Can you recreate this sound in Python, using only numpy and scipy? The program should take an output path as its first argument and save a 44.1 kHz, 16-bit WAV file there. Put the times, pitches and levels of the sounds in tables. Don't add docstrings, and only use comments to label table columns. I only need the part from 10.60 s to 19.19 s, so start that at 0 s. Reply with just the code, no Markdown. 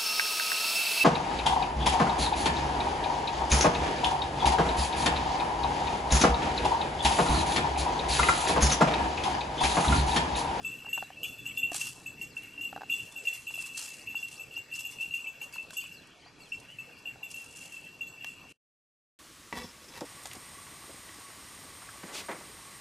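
import sys
import numpy as np
from scipy import signal
from scipy.fft import rfft, irfft, next_fast_len
from scipy.io import wavfile
from scipy.ndimage import uniform_filter1d

SR = 44100
rng = np.random.default_rng(int(sys.argv[2]) if len(sys.argv) > 2 else 0)


def voltage_ratio(level):
    return 10 ** (np.asarray(level, float) / 20)


def dump(signal):
    limited = np.clip(np.atleast_2d(signal).T, -1, 1)
    pcm = np.round(limited * 32767).astype(np.int16)
    wavfile.write(sys.argv[1], SR, pcm)


N = 378800


def evened(x):
    return x / np.sqrt(np.mean(x ** 2) + 1e-20)


def read(points, hz):
    f, value = np.transpose(points)
    return np.interp(np.log(hz + 1), np.log(f + 1), value)


def follow(rows):
    return voltage_ratio(np.interp(np.arange(N) / SR, *np.transpose(rows)))


def surges(rows, rise_s):
    s, db, fade_s = np.transpose(rows)[:, :, None]
    t = np.arange(0, N, 64) / SR
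    level_db = db - 20 * np.maximum((s - t) / rise_s, (t - s) / fade_s)
    return np.interp(np.arange(N) / SR, t, np.sqrt((voltage_ratio(level_db) ** 2).sum(0)))


def add(mix, s, sound):
    part = mix[round(s * SR):][:len(sound)]
    part += sound[:len(part)]


def ring(t, hz, t60, phase=0):
    return np.exp(-np.log(1000) / t60 * t) * np.sin(2 * np.pi * (hz * t + phase))


def onset(t, rise_s):
    return 1 - np.exp(-t / rise_s)


def hiss(points, likeness, patchy_db):
    hz = np.fft.rfftfreq(1024, 1 / SR)
    a, b, c, d, patches = rng.standard_normal((N // 256 + 5, 513, 5)).T
    patches = uniform_filter1d(uniform_filter1d(patches, size=12, axis=0), size=12, axis=1)
    same = np.clip(likeness(hz), -1, 1)[:, None]
    left = a + 1j * b
    right = same * left + np.sqrt(1 - same ** 2) * (c + 1j * d)
    z = np.array([left, right]) * voltage_ratio(read(points, hz)[:, None] + patchy_db * evened(patches))
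    return evened(signal.istft(z, nperseg=1024, noverlap=768)[1][:, :N])


# (time [s], level [dB])
RUMBLE_LEVEL = [(0.0, -50.5), (0.18, -57), (0.52, -58), (1.1, -56), (2.37, -57.5), (2.76, -64.5),
                (3.42, -60), (4.09, -64), (4.28, -62.5), (6.11, -59.5), (7.04, -62.5), (7.89, -59)]
# (centre [Hz], width [Hz], level [dB])
RUMBLE_HUMPS = [(60.6, 92, -12.5), (148, 44, 4), (277, 52, 1), (423, 140, -9)]


def rumble():
    hz = np.geomspace(15, 3000, num=60)
    humps = sum(voltage_ratio(db) / (1 + (2 * (hz - f) / width) ** 2) for f, width, db in RUMBLE_HUMPS)
    colour = np.c_[hz, 20 * np.log10(humps)]
    return follow(RUMBLE_LEVEL) * hiss(colour, lambda f: .97 - 9.0 / (f + 10), patchy_db=2.5)


# (frequency [Hz], level per Hz [dB])
AIR_COLOUR = [(15, -52), (25, -21.5), (135, -5.5), (205, -20.5), (464, -7.5), (544, -9.5), (1780, -13.5),
              (2080, -10), (2710, -11), (3620, -16.5), (4350, -18), (11800, -35.5), (13500, -56.5)]
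# (frequency [Hz], likeness [0-1])
AIR_LIKENESS = [(60, 1), (230, 0.6), (910, 0.82), (3520, 0.9), (13700, 0.74)]


def air():
    return voltage_ratio(-58) * hiss(AIR_COLOUR, lambda hz: read(AIR_LIKENESS, hz), patchy_db=3.3)


# (frequency [Hz], level [dB])
WHINE_COLOUR = [(300, -84.5), (1500, -77.5), (1800, -76.5), (3000, -81.5), (4500, -76), (6000, -78.5),
                (7000, -84), (10500, -125)]


def whine(drum_hz=299.67):
    turn = np.linspace(0, 1, num=4097)
    shape = np.zeros(len(turn))
    for k in range(1, 36):
        shape += voltage_ratio(read(WHINE_COLOUR, k * drum_hz) + 0.5) * np.sin(2 * np.pi * (k * turn + rng.random()))
    return np.interp(np.arange(N) / SR * drum_hz % 1, turn, shape)


def trees(x, t60=.4):
    taps = np.zeros((2, SR // 2))
    slots = np.arange(200, SR // 2 - 20, 20)
    at = slots + rng.integers(0, 20, (2, len(slots)))
    np.put_along_axis(taps, at, rng.choice([-1., 1.], at.shape), 1)
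    taps = taps * voltage_ratio(-60 * np.arange(SR // 2) / SR / t60)
    return signal.fftconvolve(x[None], taps / np.linalg.norm(taps[0]), axes=1)[:, :N]


# (time [s], peak level [dB], pitch [Hz])
CREAKS = [(0.002, -41, 700), (0.245, -43, 807), (0.264, -38.5, 860), (0.282, -44, 935), (0.375, -31.5, 926),
          (0.38, -35, 775), (0.424, -28, 776), (0.502, -37, 755), (1.1155, -41, 300), (1.117, -30, 700),
          (1.146, -36, 800), (2.127, -32, 790), (2.161, -28.5, 764), (2.175, -33.5, 820),
          (2.208, -35.5, 810), (2.216, -30.5, 825), (2.232, -33.5, 790), (2.905, -46, 905),
          (2.976, -45, 680), (3.544, -40.5, 854), (3.973, -46.5, 920), (4.817, -46.5, 845),
          (4.958, -36, 1006), (5.105, -35, 1600), (5.13, -41.5, 1090), (5.237, -44, 1090), (5.66, -45, 720),
          (6.557, -44.5, 797), (7.6435, -29, 1750)]


def creaks():
    out, t = np.zeros(N), np.arange(2000) / SR
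    for (s, db, hz), d in zip(CREAKS, rng.standard_normal((len(CREAKS), 2))):
        upper = .6 * ring(t, 1550 * (1 + .1 * d[0]), .016) + .45 * ring(t, 1150, .014, d[1])
        knock = ring(t, hz, 20 / hz) + min(hz / 800, 1) ** 3 * upper
        snap = uniform_filter1d(rng.standard_normal(len(t)), size=5) * voltage_ratio(-60 * t / 0.016)
        snap = snap - uniform_filter1d(snap, size=40)
        slip = min(1000 / hz, 1) ** 1.3 * knock + .6 * (hz / 1000) ** 2.1 * snap
        add(out, s + 0.0013, voltage_ratio(db + 1) * slip * onset(t, 0.00034))
    return out


# (start [s], length [s], from [Hz], to [Hz], level [dB])
CHIRPS = [(.425, .04, 4300, 3750, -59), (1.678, 0.072, 5900, 3840, -59), (3.404, 0.046, 3830, 6600, -54),
          (3.565, 0.069, 3800, 7200, -52), (3.753, 0.063, 3860, 7300, -53), (3.944, 0.054, 3750, 7330, -50),
          (4.131, 0.045, 4300, 6480, -49), (4.314, 0.049, 4400, 6280, -57), (4.918, 0.055, 5000, 4100, -55),
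          (5.2, 0.025, 4200, 4800, -55), (5.222, .02, 4800, 4400, -57), (.51, .05, 2900, 3350, -60),
          (5.316, 0.089, 5700, 3840, -57), (5.405, .05, 3800, 2900, -60), (5.514, 0.027, 3350, 2710, -59),
          (5.575, 0.042, 3000, 4850, -59), (5.612, .012, 4850, 4450, -60), (5.62, .025, 2950, 3200, -60),
          (5.645, .035, 3850, 4850, -57), (5.675, .012, 4850, 4600, -59), (5.801, 0.045, 4950, 4100, -55),
          (5.845, 0.045, 3900, 2910, -59), (5.882, 0.09, 5800, 5250, -62), (6.075, 0.072, 2700, 3060, -49),
          (6.301, 0.079, 2700, 2250, -57), (7.827, .03, 5500, 6600, -66)]


def birds():
    out = np.zeros(N)
    for s, length, from_hz, to_hz, db in CHIRPS:
        hz = to_hz + (from_hz - to_hz) * np.linspace(1, 0, round(length * SR)) ** 1.25
        whistle = np.sin(2 * np.pi * np.cumsum(hz) / SR) * signal.windows.tukey(len(hz), .35)
        add(out, s, voltage_ratio(db) * (hz.min() / hz) ** 1.1 * whistle)
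    flutter = evened(uniform_filter1d(rng.standard_normal(N), size=150))
    return out * (1 + 0.3 * flutter)


# (time [s], peak level [dB])
STONES = [(0.3292, -46), (0.63, -41), (0.8579, -46.5), (0.967, -42), (1.1165, -35), (1.13, -31),
          (1.1425, -24), (1.153, -29), (1.1625, -24), (1.177, -32), (1.197, -32), (1.207, -31),
          (1.215, -29), (1.254, -31), (1.268, -29), (1.29, -35), (1.3263, -46), (1.6122, -44), (2.008, -47),
          (2.3416, -45), (2.3611, -43), (2.4025, -45), (2.5212, -40), (2.682, -37), (2.742, -40),
          (2.76, -41), (2.775, -42), (2.865, -44), (2.98, -40), (3.0102, -34), (3.022, -34), (3.0596, -35),
          (3.068, -36), (3.174, -26), (3.19, -29), (3.225, -32), (3.245, -33), (3.74, -40), (4.16, -36),
          (4.205, -35), (4.32, -39), (4.425, -42), (4.835, -42), (3.683, -37.5), (4.151, -37),
          (4.1914, -34), (4.925, -43), (4.955, -43), (5.025, -45), (5.106, -45), (5.135, -43), (5.47, -50),
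          (5.999, -42.5), (6.39, -53.5), (6.7027, -41), (6.7127, -33), (6.76, -42), (6.8414, -39),
          (6.9082, -44), (6.9586, -40), (6.9886, -40), (7.02, -42), (7.055, -39), (7.1208, -43),
          (7.175, -47), (7.645, -52)]


def turning_stones(t60=0.04):
    out, t = np.zeros(N), np.arange(SR // 4) / SR
    for s, db in STONES:
        add(out, s, voltage_ratio(db - 7.5 - 60 * t / t60) * onset(t, 0.0015))
    return out


# (time [s], level [dB], time to fade by 20 dB [s])
STEPS = [(.03, -62.5, 0.5), (.33, -61, 0.3), (.645, -57, .2), (.86, -62, 0.2), (.97, -61, 0.1),
         (1.16, -44, 0.2), (1.21, -45, .2), (1.28, -47, 0.06), (1.4, -71, 0.25), (1.62, -58.5, 0.1),
         (1.76, -62, 0.37), (2.03, -62, 0.2), (2.3, -58, 0.75), (2.64, -60, 0.6), (2.74, -54, 0.22),
         (2.92, -56, 0.5), (3.0, -54, 0.25), (3.18, -43, 0.26), (3.6, -60, .4), (3.72, -54, .13),
         (3.94, -64, 0.1), (4.14, -55, 0.4), (4.31, -53, .08), (4.41, -57, 0.18), (4.545, -58, .2),
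         (4.83, -58, .1), (4.94, -58.5, .14), (5.135, -55, .25), (5.8, -70, 1.9), (6.71, -57.5, 0.7),
         (6.97, -55, 0.3), (7.03, -56, .15), (7.13, -60, .15), (7.67, -62, .2), (7.9, -64, .2)]
# (frequency [Hz], level per Hz [dB])
SCUFF_COLOUR = [(530, -39.5), (900, -21), (1990, -20.5), (2700, -12.5), (3670, -15), (4110, -14),
                (7750, -9.5), (10000, -13), (12300, -21), (13500, -31)]


def gravel(per_s=900, wash=0.8, lift_db=4, step_rise_s=.03, floor_db=-83.5):
    grains = voltage_ratio(3.0 * np.minimum(rng.exponential(1, N), 5)) * (rng.random(N) < per_s / SR)
    grains = signal.oaconvolve(grains, np.exp(-np.arange(200) / 100.0))[:N]
    grit = evened(wash + evened(grains))
    scuff = grit * (surges(STEPS, step_rise_s) + voltage_ratio(floor_db))
    noise = hiss(SCUFF_COLOUR, lambda hz: 0.9 + 0 * hz, patchy_db=1.5)
    return voltage_ratio(lift_db) * noise * np.hypot(scuff, turning_stones())


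# (time [s], peak level [dB], pitch [Hz])
SLIT_BLOWS = [(0.6404, -43, 3430), (0.7791, -50, 3450), (0.9657, -45, 3460), (1.0294, -54, 3420),
              (2.3161, -44, 3430), (2.5132, -53, 3490), (2.6703, -47, 3430), (2.9262, -54, 3420),
              (3.5563, -50, 3430), (4.3121, -55, 3480), (4.5336, -57, 3440), (5.1332, -53, 3410),
              (6.6308, -56, 3490), (7.4175, -54, 3420)]


def slit_rings():
    out, t = np.zeros(N), np.arange(SR // 5) / SR
    for s, db, hz in SLIT_BLOWS:
        add(out, s, voltage_ratio(db + 1) * ring(t, hz, .35) * onset(t, .004))
    return out


# (time [s], peak level [dB])
RIM_BLOWS = [(0.0478, -50), (0.1136, -60), (0.2977, -52), (0.9852, -42), (1.1109, -50), (2.7272, -47),
             (3.1742, -44), (4.2009, -52)]


def rim_flares():
    out, t = np.zeros(N), np.arange(SR // 5) / SR
    flare = (ring(t, 13440, .06) + .5 * ring(t, 13700, .05)) * onset(t, .003)
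    for s, db in RIM_BLOWS:
        add(out, s, voltage_ratio(db + 1) * flare)
    return out


# (time [s], peak level [dB])
CLATTER = [(.63, -30), (.648, -31), (.857, -32), (.89, -36), (3.96, -38), (4.42, -36), (4.59, -37),
           (5.21, -36), (2.296, -31), (2.383, -38), (2.87, -39), (3.472, -40), (4.66, -36), (4.815, -39),
           (5.25, -37), (5.919, -37), (6.185, -40), (6.454, -41)]


def clatter(spread_hz=170, t60=.04, gap_s=.008, step_db=-1.5):
    out, t = np.zeros(N), np.arange(3000) / SR
    for (s, db), d in zip(CLATTER, rng.standard_normal((len(CLATTER), 5, 2))):
        for k, (off, late) in enumerate(d):
            clink = ring(t, 2720 + spread_hz * off, t60) * onset(t, .001)
            add(out, s + gap_s * k * (1 + .2 * np.tanh(late)), voltage_ratio(db + step_db * k) * clink)
    return out


# (frequency [Hz], t60 [s])
SIDE_MODE = (3445, 0.36)
# (frequency [Hz], level [dB], t60 [s])
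SHELL = [(6650, -4, .2), (7700, -2, .28), (7755, -3, .2), (12150, -11, .15), (12470, 1.5, .12),
         (12540, -1, .1), (12820, -6, .14), (13420, -13, .06)]
HERD_HZ = [2625, 2665, 2695, 2740, 2750, 2775, 2810]
# (time [s], level [dB], time to fade by 20 dB [s])
JOLTS = [(0.07, -39, .3), (.37, -36.5, 0.22), (.64, -39.5, .5), (.87, -41.5, .3), (1.0, -38, .5),
         (1.48, -45, 0.3), (1.78, -45, .37), (2.03, -45, 0.5), (2.34, -31, .13), (2.56, -46.5, 0.1),
         (2.69, -45.5, .23), (2.89, -39, 0.87), (3.47, -47.5, 1.1), (3.76, -46, 0.3), (3.93, -43, .15),
         (4.13, -42, .4), (4.25, -38, 0.13), (4.4, -45, .9), (4.94, -50.5, 0.5), (5.2, -38, .22),
         (5.96, -54.5, 1.6), (6.22, -55, 1.2), (6.47, -45.5, 0.1), (6.65, -47, 1.05), (7.02, -51, 1.5),
         (7.5, -51, 1.2), (7.62, -48, .5)]


def rattle(per_s=18, t60=.17, shell_db=-17, side_db=-21, rise_s=0.046):
    taps = voltage_ratio(2.8 * np.minimum(rng.exponential(1, N), 3)) * (rng.random(N) < per_s * len(HERD_HZ) / SR)
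    bell, t = rng.integers(0, len(HERD_HZ), N), np.arange(SR // 5) / SR
    main, shell, side = np.zeros((3, N))
    for k, hz in enumerate(HERD_HZ):
        main += signal.oaconvolve(taps * (bell == k), ring(t, hz, t60) * onset(t, 0.00081))[:N]
    for k, cast in enumerate((.996, 1.0, 1.004)):
        hits = taps * (bell % 3 == k)
        shell_ring = sum(voltage_ratio(db) * ring(t, cast * hz, mode_t60) for hz, db, mode_t60 in SHELL)
        shell += signal.oaconvolve(hits, shell_ring)[:N]
        side += signal.oaconvolve(hits, ring(t, cast ** 2 * SIDE_MODE[0], SIDE_MODE[1]))[:N]
    layers = np.array([evened(main) + voltage_ratio(side_db) * evened(side), voltage_ratio(shell_db) * evened(shell)])
    return voltage_ratio(-2.5) * surges(JOLTS, rise_s) * layers


# (time [s], peak level [dB], shell partials [dB])
DEEP = [(.0454, -29.5, -15), (.5674, -41.5, -37), (.7764, -47, -5.5), (0.8913, -40, -29),
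        (1.459, -35, -16.5), (2.583, -41, -14), (3.144, -40, -17), (3.2804, -43, -10), (3.462, -45, -15),
        (3.472, -33, -33), (3.7937, -37, -14.5), (4.3837, -36.5, -30), (4.405, -31, -22),
        (4.6412, -37, -32), (4.6683, -33, -17), (4.933, -40.5, -14), (4.9804, -32.5, -40),
        (6.165, -63, -10.5), (6.185, -36.5, -20), (7.163, -41, -20), (7.238, -44, -20)]
LOW = [(0.1046, -40, -21), (0.2853, -36, -14.5), (1.1914, -45, -20), (1.2114, -30, -12),
       (1.7657, -31.5, -27.5), (2.6697, -22, -21), (2.7727, -42, -33), (2.8682, -32, -18),
       (2.9853, -30, -29.5), (3.484, -35.5, -19), (4.1124, -38.5, -19), (4.1864, -34.5, -13.5),
       (4.9646, -41, -37), (5.802, -50, -12), (5.9194, -29.5, -29), (6.739, -37, -14.5), (6.808, -41, -18),
       (7.12, -43, -16), (7.141, -43, -20), (7.265, -43, -20), (7.3939, -54, -33.5), (7.4651, -40.5, -16)]
MIDDLE = [(0.3826, -29.5, -32), (.972, -27, -14), (1.0288, -21, -25), (1.611, -32, -16), (1.976, -36, -34),
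          (2.297, -25.5, -17.5), (2.559, -37, -14), (2.938, -33.5, -11), (3.5518, -28, -17.5),
          (3.6263, -31, -19.5), (4.126, -35, -17), (4.4249, -30.5, -25), (4.5366, -26.5, -23.5),
          (4.8116, -34, -13), (5.961, -46, -36), (6.4715, -34, -18.5), (6.6285, -33.5, -18),
          (6.768, -37, -27), (7.012, -41, -22), (7.62, -39, -30), (7.4075, -30.5, -22.5),
          (7.6074, -38.5, -40), (7.665, -37.5, -20)]
SHRILL = [(0.256, -39, -34.5), (.328, -25, -17), (.629, -31, -11), (0.8577, -35, -9), (1.259, -36, -19),
          (1.9455, -50, -35.5), (2.0092, -31.5, -16.5), (2.0344, -32.5, -16), (2.051, -31.5, -25.5),
          (2.0882, -47, -27), (2.3196, -24, -16.5), (2.6349, -56, -3), (2.651, -35, -19.5),
          (2.726, -35, -15), (3.908, -43.5, -18), (3.964, -31, -20), (4.2483, -33, -12.5),
          (4.507, -34.5, -24), (4.577, -34.5, -22), (4.8224, -37.5, -22), (5.166, -31.5, -9),
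          (5.182, -31, -20), (5.32, -44, -15), (2.383, -35, -20), (6.4539, -37, -23.5)]
# (frequency [Hz], t60 [s])
BELLS = [
    (2662, 0.18),
    (2706, 0.14),
    (2737, .15),
    (2768, .15),
]


def strikes(kept=.45, tick_db=-28, bounce_db=-13, pair_hz=43, pair_db=-9.5, side_db=-12):
    main, high, t = np.zeros(N), np.zeros(N), np.arange(SR // 6) / SR
    blows = sorted(row + bell for rows, bell in zip((DEEP, LOW, MIDDLE, SHRILL), BELLS) for row in rows)
    draws = rng.standard_normal((len(blows), 32))
    later = [row[0] for row in blows[1:]] + [N / SR]
    rise = 1 - np.exp(-(t / 0.003) ** 2)
    for (s, db, high_db, hz, t60), next_s, d in zip(blows, later, draws):
        choke = kept + (1 - kept) * np.exp(-np.maximum(t - (next_s - s), 0) / .004)
        split = pair_hz * np.sign(d[0]) * np.exp(0.2 * d[1])
        tone = ring(t, hz, t60) + voltage_ratio(pair_db + 2.5 * d[2]) * ring(t, hz + split, t60)
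        add(main, s, voltage_ratio(db + 3.8) * tone * rise * choke)
        side = ring(t, SIDE_MODE[0] * (1 + 0.008 * d[3]), SIDE_MODE[1])
        add(high, s, voltage_ratio(db + high_db + side_db) * side * rise)
        for k in range(4):
            clink = ring(t[:3000], hz + 95 * d[20 + k], 0.07) * rise[:3000]
            clink_db = db + bounce_db - 2.5 * k + 2.5 * d[28 + k]
            add(main, s + .012 * k + .006 * abs(d[24 + k]), voltage_ratio(clink_db) * clink)
        shell = np.zeros(len(t))
        for k, (mode_hz, mode_db, mode_t60) in enumerate(SHELL):
            shell += voltage_ratio(mode_db + 3.6 * d[4 + k]) * ring(t, mode_hz * (1 + .004 * d[12 + k]), mode_t60)
        tick = voltage_ratio(tick_db - high_db - 60 * t / 0.02) * rng.standard_normal(len(t))
        add(high, s, voltage_ratio(db + high_db) * (shell * choke * onset(t, .006) + tick) * rise)
    return main, high


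def scene():
    main, high = np.array(strikes()) + rattle()
    main = main + clatter() + slit_rings() + rim_flares()
    bird = birds()
    echoes = trees(voltage_ratio(-23.0) * main + voltage_ratio(-5.5) * high + voltage_ratio(-7) * bird)
    far = main + high + bird + echoes
    floor = air() + voltage_ratio(-0.5) * rumble() + whine()
    return far + gravel() + creaks() + floor


# (centre [Hz], width [Hz], depth [0-1])
DIPS = [(2060, 80, .6), (3680, 115, .7)]
# (frequency [Hz], left minus right [dB])
LEAN = [(60, -1), (180, 0), (530, -1.5), (1560, -0.5), (4620, 2), (13700, -1.0)]


def lean_and_tone(x):
    size = next_fast_len(N)
    hz = np.fft.rfftfreq(size, 1 / SR)
    notches = [1 - np.clip(depth, 0, 1) * np.exp(-((hz - f) / width) ** 4) for f, width, depth in DIPS]
    shelf = voltage_ratio(-6 / (1 + np.exp((13050 - hz) / 60.))) / np.sqrt(1 + (hz / 14000) ** 90)
    lean = voltage_ratio(read(LEAN, hz) * np.array([[.5], [-.5]]))
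    return irfft(rfft(x, size) * np.prod(notches, axis=0) * shelf * lean, size)[:, :N]


# (centre [Hz], half width [Hz], level over their usual needed to pass [dB])
HOLES = [(2060, 75, .5), (3680, 105, 3.5), (3150, 60, -3), (4300, 90, -3.5), (5300, 70, -3.5),
         (9300, 90, -2.5), (11100, 100, -2)]


def thinned(x, quiet_db=-99, mask_db=-48, top_db=19):
    hz, _, z = signal.stft(x, SR, nperseg=1024, noverlap=768)
    power = (abs(z) ** 2).mean(0)
    power = uniform_filter1d(uniform_filter1d(power, size=4, axis=0), size=4, axis=1)
    tilt_db = top_db * (hz > 12900) - 6.0 * np.log2(np.maximum(hz / 5000, 1))
    limit = voltage_ratio(2 * tilt_db)[:, None] * (voltage_ratio(2 * quiet_db) + voltage_ratio(2 * mask_db) * power.max(0))
    for f, half_hz, pass_db in HOLES:
        band = abs(hz - f) < half_hz
        level = uniform_filter1d(power[band].mean(0), size=10)
        z[:, band] /= 1 + (voltage_ratio(2 * pass_db) * np.median(level) / (abs(level) + 1e-20)) ** 12
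    z = z / (1 + (limit / (abs(power) + 1e-20)) ** 4)
    return signal.istft(z, nperseg=1024, noverlap=768)[1][:, :N]


def roll_off(x):
    return signal.sosfilt(signal.butter(12, 14280, fs=SR, output="sos"), x)


def record(dry):
    cut_s, gone_s, trail_db = 7.924, 7.975, -22
    times = [cut_s - .002, cut_s + .002, gone_s - .01, gone_s]
    gate = np.interp(np.arange(N) / SR, times, [1, voltage_ratio(trail_db), voltage_ratio(trail_db - 8), 0])
    mix = thinned(lean_and_tone(dry)) * gate
    return roll_off(mix)


dry = scene()
out = record(dry)
dump(out)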